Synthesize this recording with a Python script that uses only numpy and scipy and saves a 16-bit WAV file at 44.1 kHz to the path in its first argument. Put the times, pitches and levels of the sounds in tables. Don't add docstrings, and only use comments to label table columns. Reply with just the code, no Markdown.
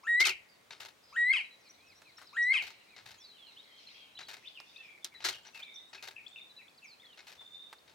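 import sys
import numpy as np
from scipy import signal
from scipy.fft import rfft, irfft, next_fast_len
from scipy.io import wavfile

SR = 44100
rng = np.random.default_rng(int(sys.argv[2]) if len(sys.argv) > 2 else 0)


def voltage_ratio(level):
    return 10 ** (np.asarray(level, float) / 20)


def file_out(sig):
    cols = np.atleast_2d(sig).T
    lim = np.clip(cols, -1, 1)
    pcm = np.round(lim * 32767).astype(np.int16)
    wavfile.write(sys.argv[1], SR, pcm)


N = 350154

# time_s, pitch_hz, level_db
WHISTLE = [
    (-.05, 830, -46),
    (-.034, 1285, -56.5),
    (-.013, 1380, -50),
    (-.004, 1756, -32.5),
    (.003, 1888, -28.5),
    (0.072, 1917, -27),
    (0.122, 2029, -24),
    (0.1461, 2160, -19),
    (0.154, 2263, -25.5),
]
BREAK_S, FALL_S = .153, .097


def rms_one(x):
    return x / np.sqrt(np.mean(x ** 2) + 1e-20)


def at_hz(points, hz):
    table_hz, db = np.array(points).T[:2]
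    return np.interp(np.log(np.maximum(hz, 1)), np.log(table_hz), db)


def filtered(x, order, edges_hz, kind="low"):
    return signal.sosfilt(signal.butter(order, edges_hz, kind, fs=SR, output="sos"), x)


def coloured(x, points):
    size = 2048
    log_gain = np.log(voltage_ratio(at_hz(points, np.arange(size // 2 + 1) * SR / size)))
    fold = np.r_[1, 2 * np.ones(size // 2 - 1), 1, np.zeros(size // 2 - 1)]
    cepstrum = irfft(log_gain) * fold
    impulse = irfft(np.exp(rfft(cepstrum)))
    return signal.oaconvolve(x, impulse[None], axes=1)[:, :N]


def drift(rate_hz, size):
    r = np.exp(-2 * np.pi * rate_hz / SR)
    slow = signal.lfilter([1], [1, -2 * r, r * r], rng.standard_normal(size + 4000))
    return rms_one(slow[2000:])[2000:]


def panned(x, pan_db):
    return x * voltage_ratio(np.array([[.5], [-.5]]) * pan_db)


def scrub(x, t60_s, wet_db, gap_s):
    t = np.arange(int(t60_s * SR)) / SR
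    tail = rng.standard_normal((2, len(t))) * voltage_ratio(-60 * t / t60_s) * np.clip(t / gap_s, 0, 1)
    tail = voltage_ratio(wet_db) * tail / np.sqrt(np.sum(tail ** 2, axis=1, keepdims=True))
    return x + signal.oaconvolve(x, tail, axes=1)[:, :N]


def call_contour(t, whistle_db, fall_db, dip_depth, sharp_hz):
    # time_s, depth_db, width_s
    dips = [
        (.008, -3, 0.0016),
        (0.087, -1.5, 0.0067),
        (.14, -1.5, .003),
    ]
    fall_hz, creep_per_s, sag_from_s, sag_per_s = 1643, 2.2, .03, 5.6
    slip_s, slip_width_s, slip_share, slip_db = .0135, .00086, .205, 3
    second_s, second_width_s, second_share = .037, .0034, .05
    swell_s, swell_db, dying_db_per_s, last_s = .023, 24, 153, .0053
    shut_s, shut_db = .004, 24.5
    s, hz, db = np.transpose(WHISTLE)
    held_hz = np.interp(t, s, hz) + sharp_hz * (t > 0)
    dip_db = sum(depth * np.exp(-((t - at) / width) ** 2) for at, depth, width in dips)
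    held_db = np.interp(t, s, db) + whistle_db * (t > -.005) + dip_depth * dip_db

    u = t - BREAK_S
    slip = slip_share * (1 + np.tanh((u - slip_s) / slip_width_s)) / 2
    slip += second_share * (1 + np.tanh((u - second_s) / second_width_s)) / 2
    sagging_hz = fall_hz * np.exp(-creep_per_s * u - slip - sag_per_s * np.maximum(u - sag_from_s, 0))
    dying_db = fall_db - swell_db * np.clip(1 - u / swell_s, 0, 1) ** 2
    dying_db -= dying_db_per_s * np.maximum(u - swell_s, 0)
    dying_db += slip_db * np.exp(-((u - slip_s) / slip_width_s) ** 2)
    dying_db -= 8 * np.clip(1 - (FALL_S - u) / last_s, 0, 1)

    closed = np.clip(1 - abs(u) / shut_s, 0, 1) + np.clip(1 - (t - s[0]) / shut_s / 2, 0, 1)
    return np.where(u > 0, sagging_hz, held_hz), np.where(u > 0, dying_db, held_db) - shut_db * closed


def quail():
    # start_s, whistle_db, fall_peak_db, dip_depth, sharp_hz
    calls = [
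        (0.0792, -0.8, -29, 2.4, -7.5),
        (1.170, -1.8, -28, 0.85, 6),
        (2.375, -2.5, -28.5, 1.3, 12.5),
    ]
    membrane = [
        (29.5, 0.0099, -8, -6.5, 26.5),
        (7, 0.0062, -19.5, -3.5, -9),
        (0, 0.0048, 5.5, 0.5, 5.5),
    ]
    # frequency_hz, gain_db
    throat = [(600, -13.5), (1300, -18.5), (1850, -5), (2400, 9), (3200, -1.5), (3550, -25.5), (4300, -16),
              (5000, -21), (5800, -31), (7700, -27.5), (9600, -25), (11000, -86)]
    # delay_s, level_db
    echoes = [
        (.011, -17),
        (.023, -20),
    ]
    half_db, jitter, hoarse_db, breath_db = -24, .006, 3, -21
    out = np.zeros(N)
    t = np.arange(WHISTLE[0][0], BREAK_S + FALL_S, 1 / SR)
    falling = t > BREAK_S
    shut, whistle, slack = np.pad(membrane, ((0, 0), (0, 8)))
    opening = np.clip(1 + t / .012, 0, 1)
    source_db = [np.where(falling, slack[n], shut[n] + opening * (whistle[n] - shut[n])) for n in range(12)]
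    for start_s, *effort in calls:
        pitch_hz, level_db = call_contour(t, *effort)
        hz = pitch_hz * (1 + jitter * (falling + 6 * (t < -.005)) * drift(280, len(t)))
        phase = 2 * np.pi * np.cumsum(hz) / SR
        gains = [voltage_ratio(at_hz(throat, n * hz) + db) for n, db in enumerate(source_db, 1)]
        voice = sum(g * np.sin(n * phase) for n, g in enumerate(gains, 1))
        voice = voice / np.sqrt(sum(g ** 2 for g in gains) / 2)
        halves = np.sin(1.5 * phase) * np.exp(-t / .03) + .12 * np.sin(4.5 * phase)
        voice += voltage_ratio(half_db) * halves * (t > 0) * np.exp(-t / .09) * ~falling
        breath = coloured(rng.standard_normal((1, len(t))), throat)[0, :len(t)]
        voice += voltage_ratio(breath_db) * falling * rms_one(breath)
        voice *= voltage_ratio(level_db + hoarse_db * falling * np.tanh(drift(220, len(t))))
        at = round((start_s + t[0]) * SR)
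        out[at:at + len(t)] += voice * np.clip((t[-1] - t) / .0043, 0, 1)
    return out + sum(voltage_ratio(db) * np.roll(out, round(delay_s * SR)) for delay_s, db in echoes)


def strikes(low_hz, high_hz):
    # start_s, peak_db
    hard = [(.2052, -19), (.2085, -20), (.2548, -20), (.268, -21), (.2935, -23), (5.0454, -22),
            (5.2475, -25), (5.2506, -22), (5.2531, -21), (5.2885, -23), (5.29, -24)]
    s, db = np.transpose(hard)
    hits = np.full(N, 1e-18)
    hits[(s * SR).astype(int)] = 2.8 * voltage_ratio(db)
    return filtered(hits, 2, [low_hz, high_hz], "band")


def rattle(contacts, body, modes_db, alike):
    # frequency_hz, width_hz, level_db
    modes = [(391.3, 30.5, 3), (907, 49, -7), (1310, 34.6, -10.5), (2160, 16, -1), (2530, 21, 0.5),
             (3700, 95, -1.5), (4170, 230, -8.5), (5020, 39.8, -38.5), (7080, 48, -18.5)]
    shake, cracks = np.zeros((2, 2, N))
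    for s, db, t60_s, rise_s, pan_db, crack_db in contacts:
        at = round(s * SR)
        t = np.arange(max(min(int(t60_s * SR), N - at), 0)) / SR
        cracks[:, at:at + len(t)] += panned(voltage_ratio(db + crack_db - 60 * t / .02), pan_db)
        dying = voltage_ratio(-60 * t / t60_s) + voltage_ratio(crack_db - 60 * t / .0013)
        shake[:, at:at + len(t)] += panned(voltage_ratio(db) * dying * np.clip(t / rise_s, 0, 1), pan_db)
    mid, side = rng.standard_normal((2, N)) * voltage_ratio(2.5 * drift(404, N))
    clicks = np.sqrt(alike) * mid + np.sqrt(1 - alike) * side * [[1], [-1]]
    scale = np.sqrt(np.mean(coloured(clicks[:, :SR], body) ** 2))
    broad = coloured(clicks * shake, body) * 3 / scale
    rings = 0
    for hz, width_hz, db in modes:
        r = np.exp(-np.pi * width_hz / SR)
        poles = [1, -2 * r * np.cos(2 * np.pi * hz / SR), r * r]
        rings += voltage_ratio(db) * signal.lfilter([1 - r, 0, r - 1], poles, clicks * shake + 1e-18)
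    snap = filtered(clicks * cracks, 2, [3000, 9000], "band")
    return broad + voltage_ratio(modes_db) * rings + 1.1 * snap


def ports(x):
    # frequency_hz, left_lead_rad
    port_lead = [(0, 0), (780, 1.1), (3450, 0.3), (5770, 0.5), (7750, 2.3), (10600, 3.6), (11800, 5.7),
                 (16000, 6.4)]
    # frequency_hz, left_minus_right_db
    port_balance = [(60, -3), (330, -0.5), (770, 5.5), (1790, 5.5), (4190, 3), (6410, 2.5), (9810, 3.5),
                    (16000, -8)]
    size = next_fast_len(N)
    hz = np.arange(size // 2 + 1) * SR / size
    turn = np.exp(.5j * np.interp(hz, *np.transpose(port_lead)))
    half = voltage_ratio(at_hz(port_balance, hz) / 2) * turn
    return irfft(rfft(x, size) * np.array([half, 1 / half]), size)[:, :N]


def cameras():
    # start_s, peak_db
    releases = [(0.7058, -37.5), (2.5249, -37.5), (2.9632, -42), (4.1887, -37), (5.204, -41), (5.45, -42),
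                (5.93, -36.5), (7.1736, -42), (7.8773, -48.5)]
    # after_release_s, level_db, t60_s, rise_s
    firing = [
        (0, 1.5, 0.092, 0.0015),
        (0.016, -2.5, 0.19, 0.0017),
        (0.094, 4, 0.11, 0.0036),
        (0.107, -6.5, .12, .002),
        (.123, -7, 0.098, .001),
        (.143, -2, 0.068, 0.00064),
        (.151, -1.5, .07, 0.0022),
        (0.178, -7, 0.12, 0.0013),
    ]
    # start_s, peak_db, t60_s, left_minus_right_db, crack_db
    near_contacts = [(0.1992, -18, 0.1, 1, -2), (0.2048, -23.5, 0.1, -2.5, -15),
                     (0.2137, -30, 0.0965, 7.5, 4.5), (0.2512, -19.5, 0.17, -2, 6),
                     (0.2683, -20.5, 0.065, 4, 17), (0.2909, -23.5, 0.07, 1.5, -9),
                     (5.0456, -31.5, 0.1, -2, 26.5), (5.2405, -29, 0.099, 3, -10),
                     (5.246, -19.5, 0.15, -1.5, 0), (5.2586, -25.5, 0.044, 4.5, -4),
                     (5.284, -23, 0.067, -2, -11), (5.2879, -25.5, 0.054, 2, -10),
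                     (5.298, -36, 0.041, -4, -5), (5.319, -38, 0.12, 2, -14)]
    # frequency_hz, level_db_per_hz
    far_body = [(180, -49), (300, -18.5), (398, 3), (494, -5.5), (856, -3), (1100, -7.5), (1560, -0.5),
                (3400, -3.5), (4300, -5), (16000, -26)]
    # frequency_hz, level_db_per_hz
    near_body = [(120, -50.5), (200, -31), (347, -9.5), (1100, -8), (1420, -0.5), (1740, -3.5),
                 (2170, -1.5), (2470, -5.5), (4040, 0), (5230, -3.5), (16000, -28)]
    dull, bright = [[(s + lag_s, db + part_db - 19.5, t60_s, rise_s, .1, -9)
                     for s, db in releases for lag_s, part_db, t60_s, rise_s in part]
                    for part in (firing[:2], firing[2:])]
    near = [(s, db - 18, t60_s, .0025, pan_db, crack_db) for s, db, t60_s, pan_db, crack_db in near_contacts]
    mirror = filtered(rattle(dull, far_body, 21, .95), 2, 7000)
    blades = rattle(bright, far_body, 19.9, .84)
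    return ports(mirror + blades + rattle(near, near_body, 13, .77) + strikes(3200, 8100))


def taps():
    # start_s, peak_db, knock_hz, left_minus_right_db, tick_db
    tap_rows = [(1.241, -56, 401, 0.5, -28.5), (5.046, -52, 368.3, -1, -30), (2.018, -46, 1380, -3, -32),
                (2.182, -47, 1560, 9.5, 2), (2.19, -58, 3280, 6, 6), (2.215, -44, 1520, 6, -4),
                (2.222, -64, 2980, -2, -8), (4.601, -42, 1350, -3, 11), (5.14, -52, 1880, 0, -24),
                (7.409, -50.5, 860, 5, -21), (7.728, -38, 1410, -3.5, -24)]
    t60_left_s, t60_right_s, tick_t60_s = .14, .055, .0087
    out = np.zeros((2, N))
    t = np.arange(2000) / SR
    for s, db, hz, pan_db, tick_db in tap_rows:
        grit = rng.standard_normal(2000)
        t60_s = t60_left_s if pan_db > 0 else t60_right_s
        tick = rms_one(filtered(grit, 4, [1900, 5800], "band")) * voltage_ratio(tick_db - 60 * t / tick_t60_s)
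        knock = rms_one(filtered(grit, 1, [.6 * hz, 1.4 * hz], "band")) * voltage_ratio(-60 * t / t60_s)
        out[:, round(s * SR):][:, :2000] += panned(voltage_ratio(db - 7) * (knock + tick), pan_db)
    return out


def notes(table, edge_s, flutter_db, burr, burr_hz, spread_db):
    out = np.zeros((2, N))
    for (s, length_s, *hz, db), side in zip(table, rng.standard_normal(len(table))):
        t = np.arange(int(length_s * SR)) / SR
        glide_hz = np.exp(np.polyval(np.polyfit([0, length_s / 2, length_s], np.log(hz), 2), t))
        glide_hz *= 1 + .018 * burr * (length_s < .11) * drift(150, len(t))
        beat_hz = burr_hz * (1 + .32 * drift(28.4, len(t)))
        beat = 1 + burr * np.cos(2 * np.pi * np.cumsum(beat_hz) / SR)
        shape = np.clip(np.minimum(t, (length_s - t) / 3) / min(edge_s, length_s / 6), 0, 1)
        level = voltage_ratio(db + 9 + flutter_db * drift(110, len(t)))
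        tone = np.sin(2 * np.pi * np.cumsum(glide_hz) / SR) * beat * shape * level
        at = round(s * SR)
        out[:, at:at + len(t)] += panned(tone, 1.5 + spread_db * side)
    return out


def sung(*kinds):
    return [(s, length_s, hz * first, hz, hz * last, db)
            for first, last, rows in kinds for s, length_s, hz, db in rows]


def songbirds():
    # start_s, length_s, middle_hz, level_db
    swoops = [(.36, 0.044, 4500, -80), (.568, .016, 3350, -83), (1.075, 0.033, 4370, -76.5),
              (1.64, 0.061, 4860, -77), (1.862, 0.081, 4900, -75.5), (2.085, 0.035, 4360, -77),
              (2.263, 0.054, 4410, -70.5), (3.63, .03, 4700, -78), (3.825, .03, 4670, -80),
              (6.771, 0.034, 4240, -68)]
    hooks = [(4.472, 0.019, 3700, -53), (4.76, 0.018, 3790, -58.5)]
    slides = [(1.78, 0.12, 3130, -85), (1.9, 0.046, 2273, -71.5), (2.049, 0.075, 2330, -72.5),
              (2.9, 0.093, 2260, -71), (3.378, 0.14, 3160, -67), (7.015, 0.15, 3220, -69)]
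    flicks = [(3.563, 0.045, 3470, -61.5), (3.882, 0.036, 3470, -64.5), (4.17, 0.019, 3450, -55.5),
              (5.618, 0.039, 3670, -56), (7.048, 0.025, 4220, -66), (7.125, 0.019, 3920, -65.5)]
    rises = [(6.098, 0.18, 1820, -79), (6.279, 0.005, 4600, -58), (6.52, 0.17, 1850, -81),
             (6.693, 0.0069, 4650, -71), (7.783, 0.011, 4600, -70)]
    lifts = [(2.849, 0.094, 2430, -77), (3.18, 0.063, 3430, -68), (4.269, 0.01, 4400, -61),
             (5.43, .033, 7740, -81), (5.885, .035, 7840, -79), (6.27, 0.054, 7850, -81),
             (6.28, 0.036, 7260, -79), (6.745, 0.012, 4500, -75.5)]
    arches = [(1.775, 0.16, 2554, -77), (6.262, 0.02, 3540, -60), (6.679, .012, 3510, -65),
              (6.995, 0.04, 3660, -69.5)]
    levels = [(.555, 0.014, 3720, -76.5), (.75, 0.06, 5080, -80), (1.03, 0.11, 5020, -74.5),
              (3.596, 0.02, 3750, -62), (3.711, 0.12, 3170, -71.5), (3.906, .02, 3740, -60.5),
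              (3.94, 0.14, 3246, -68), (4.66, .04, 2650, -82), (4.752, 0.028, 2530, -61.5),
              (4.776, 0.061, 2650, -60), (4.781, 0.051, 1830, -77), (5.79, 0.058, 2030, -77.5)]
    chips = [(1.695, 0.022, 5870, -62), (1.954, 0.042, 5700, -72), (2.171, 0.018, 5540, -60.5),
             (2.424, 0.025, 5760, -59), (5.466, 0.021, 5910, -63.5), (5.745, 0.024, 5800, -63.5)]
    dives = [(1.59, 0.11, 4660, -73), (3.174, 0.14, 4750, -63.5), (6.838, 0.12, 4620, -63.5)]
    # start_s, length_s, middle_hz, level_db
    churrs = [(1.63, 0.074, 2384, -77.5), (3.328, 0.077, 3050, -75), (5.32, 0.033, 3130, -58.5),
              (5.975, 0.028, 2490, -65), (6.159, 0.046, 2520, -62), (6.359, 0.048, 2550, -63.5),
              (6.582, 0.042, 2550, -64), (6.82, 0.043, 2538, -63.5)]
    tumbles = [(4.547, 0.046, 2860, -62)]
    drops = [(5.118, 0.051, 2116, -68.5), (7.019, 0.033, 2090, -74)]
    sags = [(.485, 0.076, 4640, -82), (3.464, 0.065, 4020, -71), (3.779, 0.023, 4260, -69),
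            (3.865, 0.019, 4120, -64), (4.825, 0.05, 2437, -64), (4.875, 0.11, 2320, -69),
            (5.014, 0.034, 3510, -73), (5.533, 0.079, 2580, -63.5), (5.605, 0.13, 2320, -68.5)]
    squeaks = [(4.425, 0.038, 2350, -71.5), (4.44, .05, 3100, -65.5), (4.446, 0.024, 3300, -66),
               (4.717, .04, 2500, -76)]
    drones = [(4.65, 0.098, 3580, -75), (4.775, 0.08, 3520, -73), (4.9, 0.025, 3320, -76),
              (5.665, 0.099, 3640, -65.5), (5.755, 0.049, 3638, -59), (5.81, 0.085, 3720, -69),
              (6.285, 0.26, 3626, -67.5), (7.37, 0.16, 3590, -66.5), (7.5, 0.22, 3635, -61.5),
              (7.72, 0.095, 3590, -73.5), (7.4, 0.21, 7230, -90.5)]
    # start_s, length_s, level_db
    piping = [(1.441, 0.038, -66.5), (1.5, 0.065, -69), (3.235, 0.043, -63), (3.295, 0.06, -68),
              (3.355, 0.015, -70), (4.149, 0.061, -61.5), (4.208, 0.057, -64.5), (5.144, 0.054, -65),
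              (5.204, 0.12, -66), (6.494, 0.04, -64), (6.562, 0.042, -61.5)]
    piping_hz, reply_s, reply_db = 3970, .115, -13.5
    piped = [(s, length_s, piping_hz, db) for s, length_s, db in piping]
    pickups = [(s - .006, .01, hz * .95, db - 10) for s, _, hz, db in chips]
    replies = [(s + reply_s, length_s / 2, hz, db + reply_db) for s, length_s, hz, db in churrs]
    song = sung((1.22, .7, swoops), (.96, 1.3, hooks), (1.14, .81, slides), (.79, 1.12, flicks),
                (.88, 1.3, rises), (.92, 1.05, lifts), (.86, .96, arches), (.99, .96, levels + piped))
    chipping = sung((.96, 1.003, chips), (1.55, .87, pickups))
    diving = sung((1.55, .87, dives))
    burry = sung((1.04, .826, churrs), (1.03, .92, replies), (1.18, .824, tumbles), (1.1, .78, drops),
                 (1.03, .92, sags), (.79, 1.12, squeaks))
    droning = sung((.98, 1.005, drones))
    clear = notes(song, .0064, 3.76, 0, 0, 3.2) + notes(chipping, .0023, 3.1, .4, 200, 2.3)
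    clear += filtered(notes(diving, .0067, 2.8, 0, 0, 1.5), 2, 4600)
    rough = notes(burry, .0021, 4.65, .52, 122, 1) + notes(droning, .04, 3.84, .51, 94.9, .74)
    return scrub(clear, .44, -8.5, .023) + scrub(rough, .33, .53, .0023)


def chorus(per_s, low_hz, high_hz):
    # time_s, level_db
    chorus_level = [(0, -78), (.44, -94), (1.1, -65), (1.32, -54.5), (1.59, -85), (2.3, -64.5), (2.72, -52),
                    (2.9, -66.5), (3.76, -58.5), (3.91, -52.5), (4.33, -60), (4.87, -59), (5.08, -86),
                    (5.24, -51.5), (5.95, -93), (6.9, -82.5), (7.19, -64), (7.94, -76)]
    at, pitch, fall, size = rng.random((int(per_s * N / SR), 4)).T
    hz = low_hz * (high_hz / low_hz) ** pitch
    start_s, length_s, level_db = at * (N / SR - .1), .015 + .03 * size, 7 * size - 3 * pitch
    table = np.c_[start_s, length_s, hz * (1.1 + .4 * fall), hz, hz * (.95 - .15 * fall), level_db]
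    chirps = rms_one(scrub(notes(table, .01, 2.5, 0, 0, 3), .5, 9, .01))
    return voltage_ratio(np.interp(np.arange(N) / SR, *np.transpose(chorus_level)) - 6) * chirps


def insect(hz, width_hz):
    # time_s, level_db
    song_level = [
        (.7, -103),
        (1.17, -75.5),
        (1.59, -78.5),
        (2.56, -65.5),
        (2.72, -70),
        (3.0, -76),
        (3.76, -70),
        (4.33, -93),
    ]
    rasp = rng.standard_normal((2, N)) * voltage_ratio(3 * drift(60, N))
    buzz = rms_one(filtered(rasp, 2, [hz - width_hz, hz + width_hz], "band"))
    return voltage_ratio(np.interp(np.arange(N) / SR, *np.transpose(song_level)) + 3) * buzz


def air():
    # frequency_hz, level_db_per_hz
    hush_spectrum = [(15, -48), (25, -13.5), (175, -0.5), (545, 0), (641, -0.5), (1560, -4.5), (2480, -6),
                     (2840, -7.5), (3820, -7.5), (6560, -14), (10100, -17.5), (14800, -21.5),
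                     (16000, -19.5)]
    # frequency_hz, left_right_likeness
    likeness = [(40, 0.93), (125, 0.72), (500, 0.034), (2000, 0.068), (8000, 0.53), (12000, 0.038),
                (16000, 1)]
    level_db = -65
    mid, side = [coloured(rng.standard_normal((1, N + SR))[:, -N:],
                          [(hz, 10 * np.log10(1.001 + sign * c)) for hz, c in likeness])
                 for sign in (1, -1)]
    hush = coloured(mid + side * [[1], [-1]], hush_spectrum)
    return voltage_ratio(level_db) * panned(rms_one(filtered(hush, 1, 140, "high")), .49)


def wind():
    # peak_time_s, peak_db
    gusts = [(0.291, -70), (.8, -77), (1.26, -75), (1.88, -80), (2.17, -81), (2.649, -76.5), (3.07, -71),
             (4.25, -76), (5.281, -69), (6.06, -78), (7.35, -83), (7.94, -78)]
    gust_fall_db_per_s, breeze_db = 112.5, -91
    low = filtered(rng.standard_normal(N), 2, [65, 135], "band")
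    t = np.arange(N) / SR
    gusting = sum(voltage_ratio(db - gust_fall_db_per_s * abs(t - s)) for s, db in gusts)
    return rms_one(low) * (voltage_ratio(breeze_db) + gusting)


def scene():
    bird = scrub(panned(quail(), 2.4), .28, -7, .0035)
    bird = scrub(bird, 2, -37, .017)
    birds = bird + songbirds() + chorus(90, 1900, 5600) + insect(4025, 250)
    birds = np.array([np.roll(birds[0], -1), birds[1]])
    close = scrub(cameras() + taps(), .2, -37.5, .008)
    return birds + close + air() + wind()


def band_limit(x):
    return signal.sosfilt(signal.butter(12, 16420, fs=SR, output="sos"), x)


def record(dry):
    mix = signal.sosfilt(signal.cheby2(12, 50, 16650, fs=SR, output="sos"), dry)
    return band_limit(mix)


dry = scene()
out = record(dry)
file_out(out)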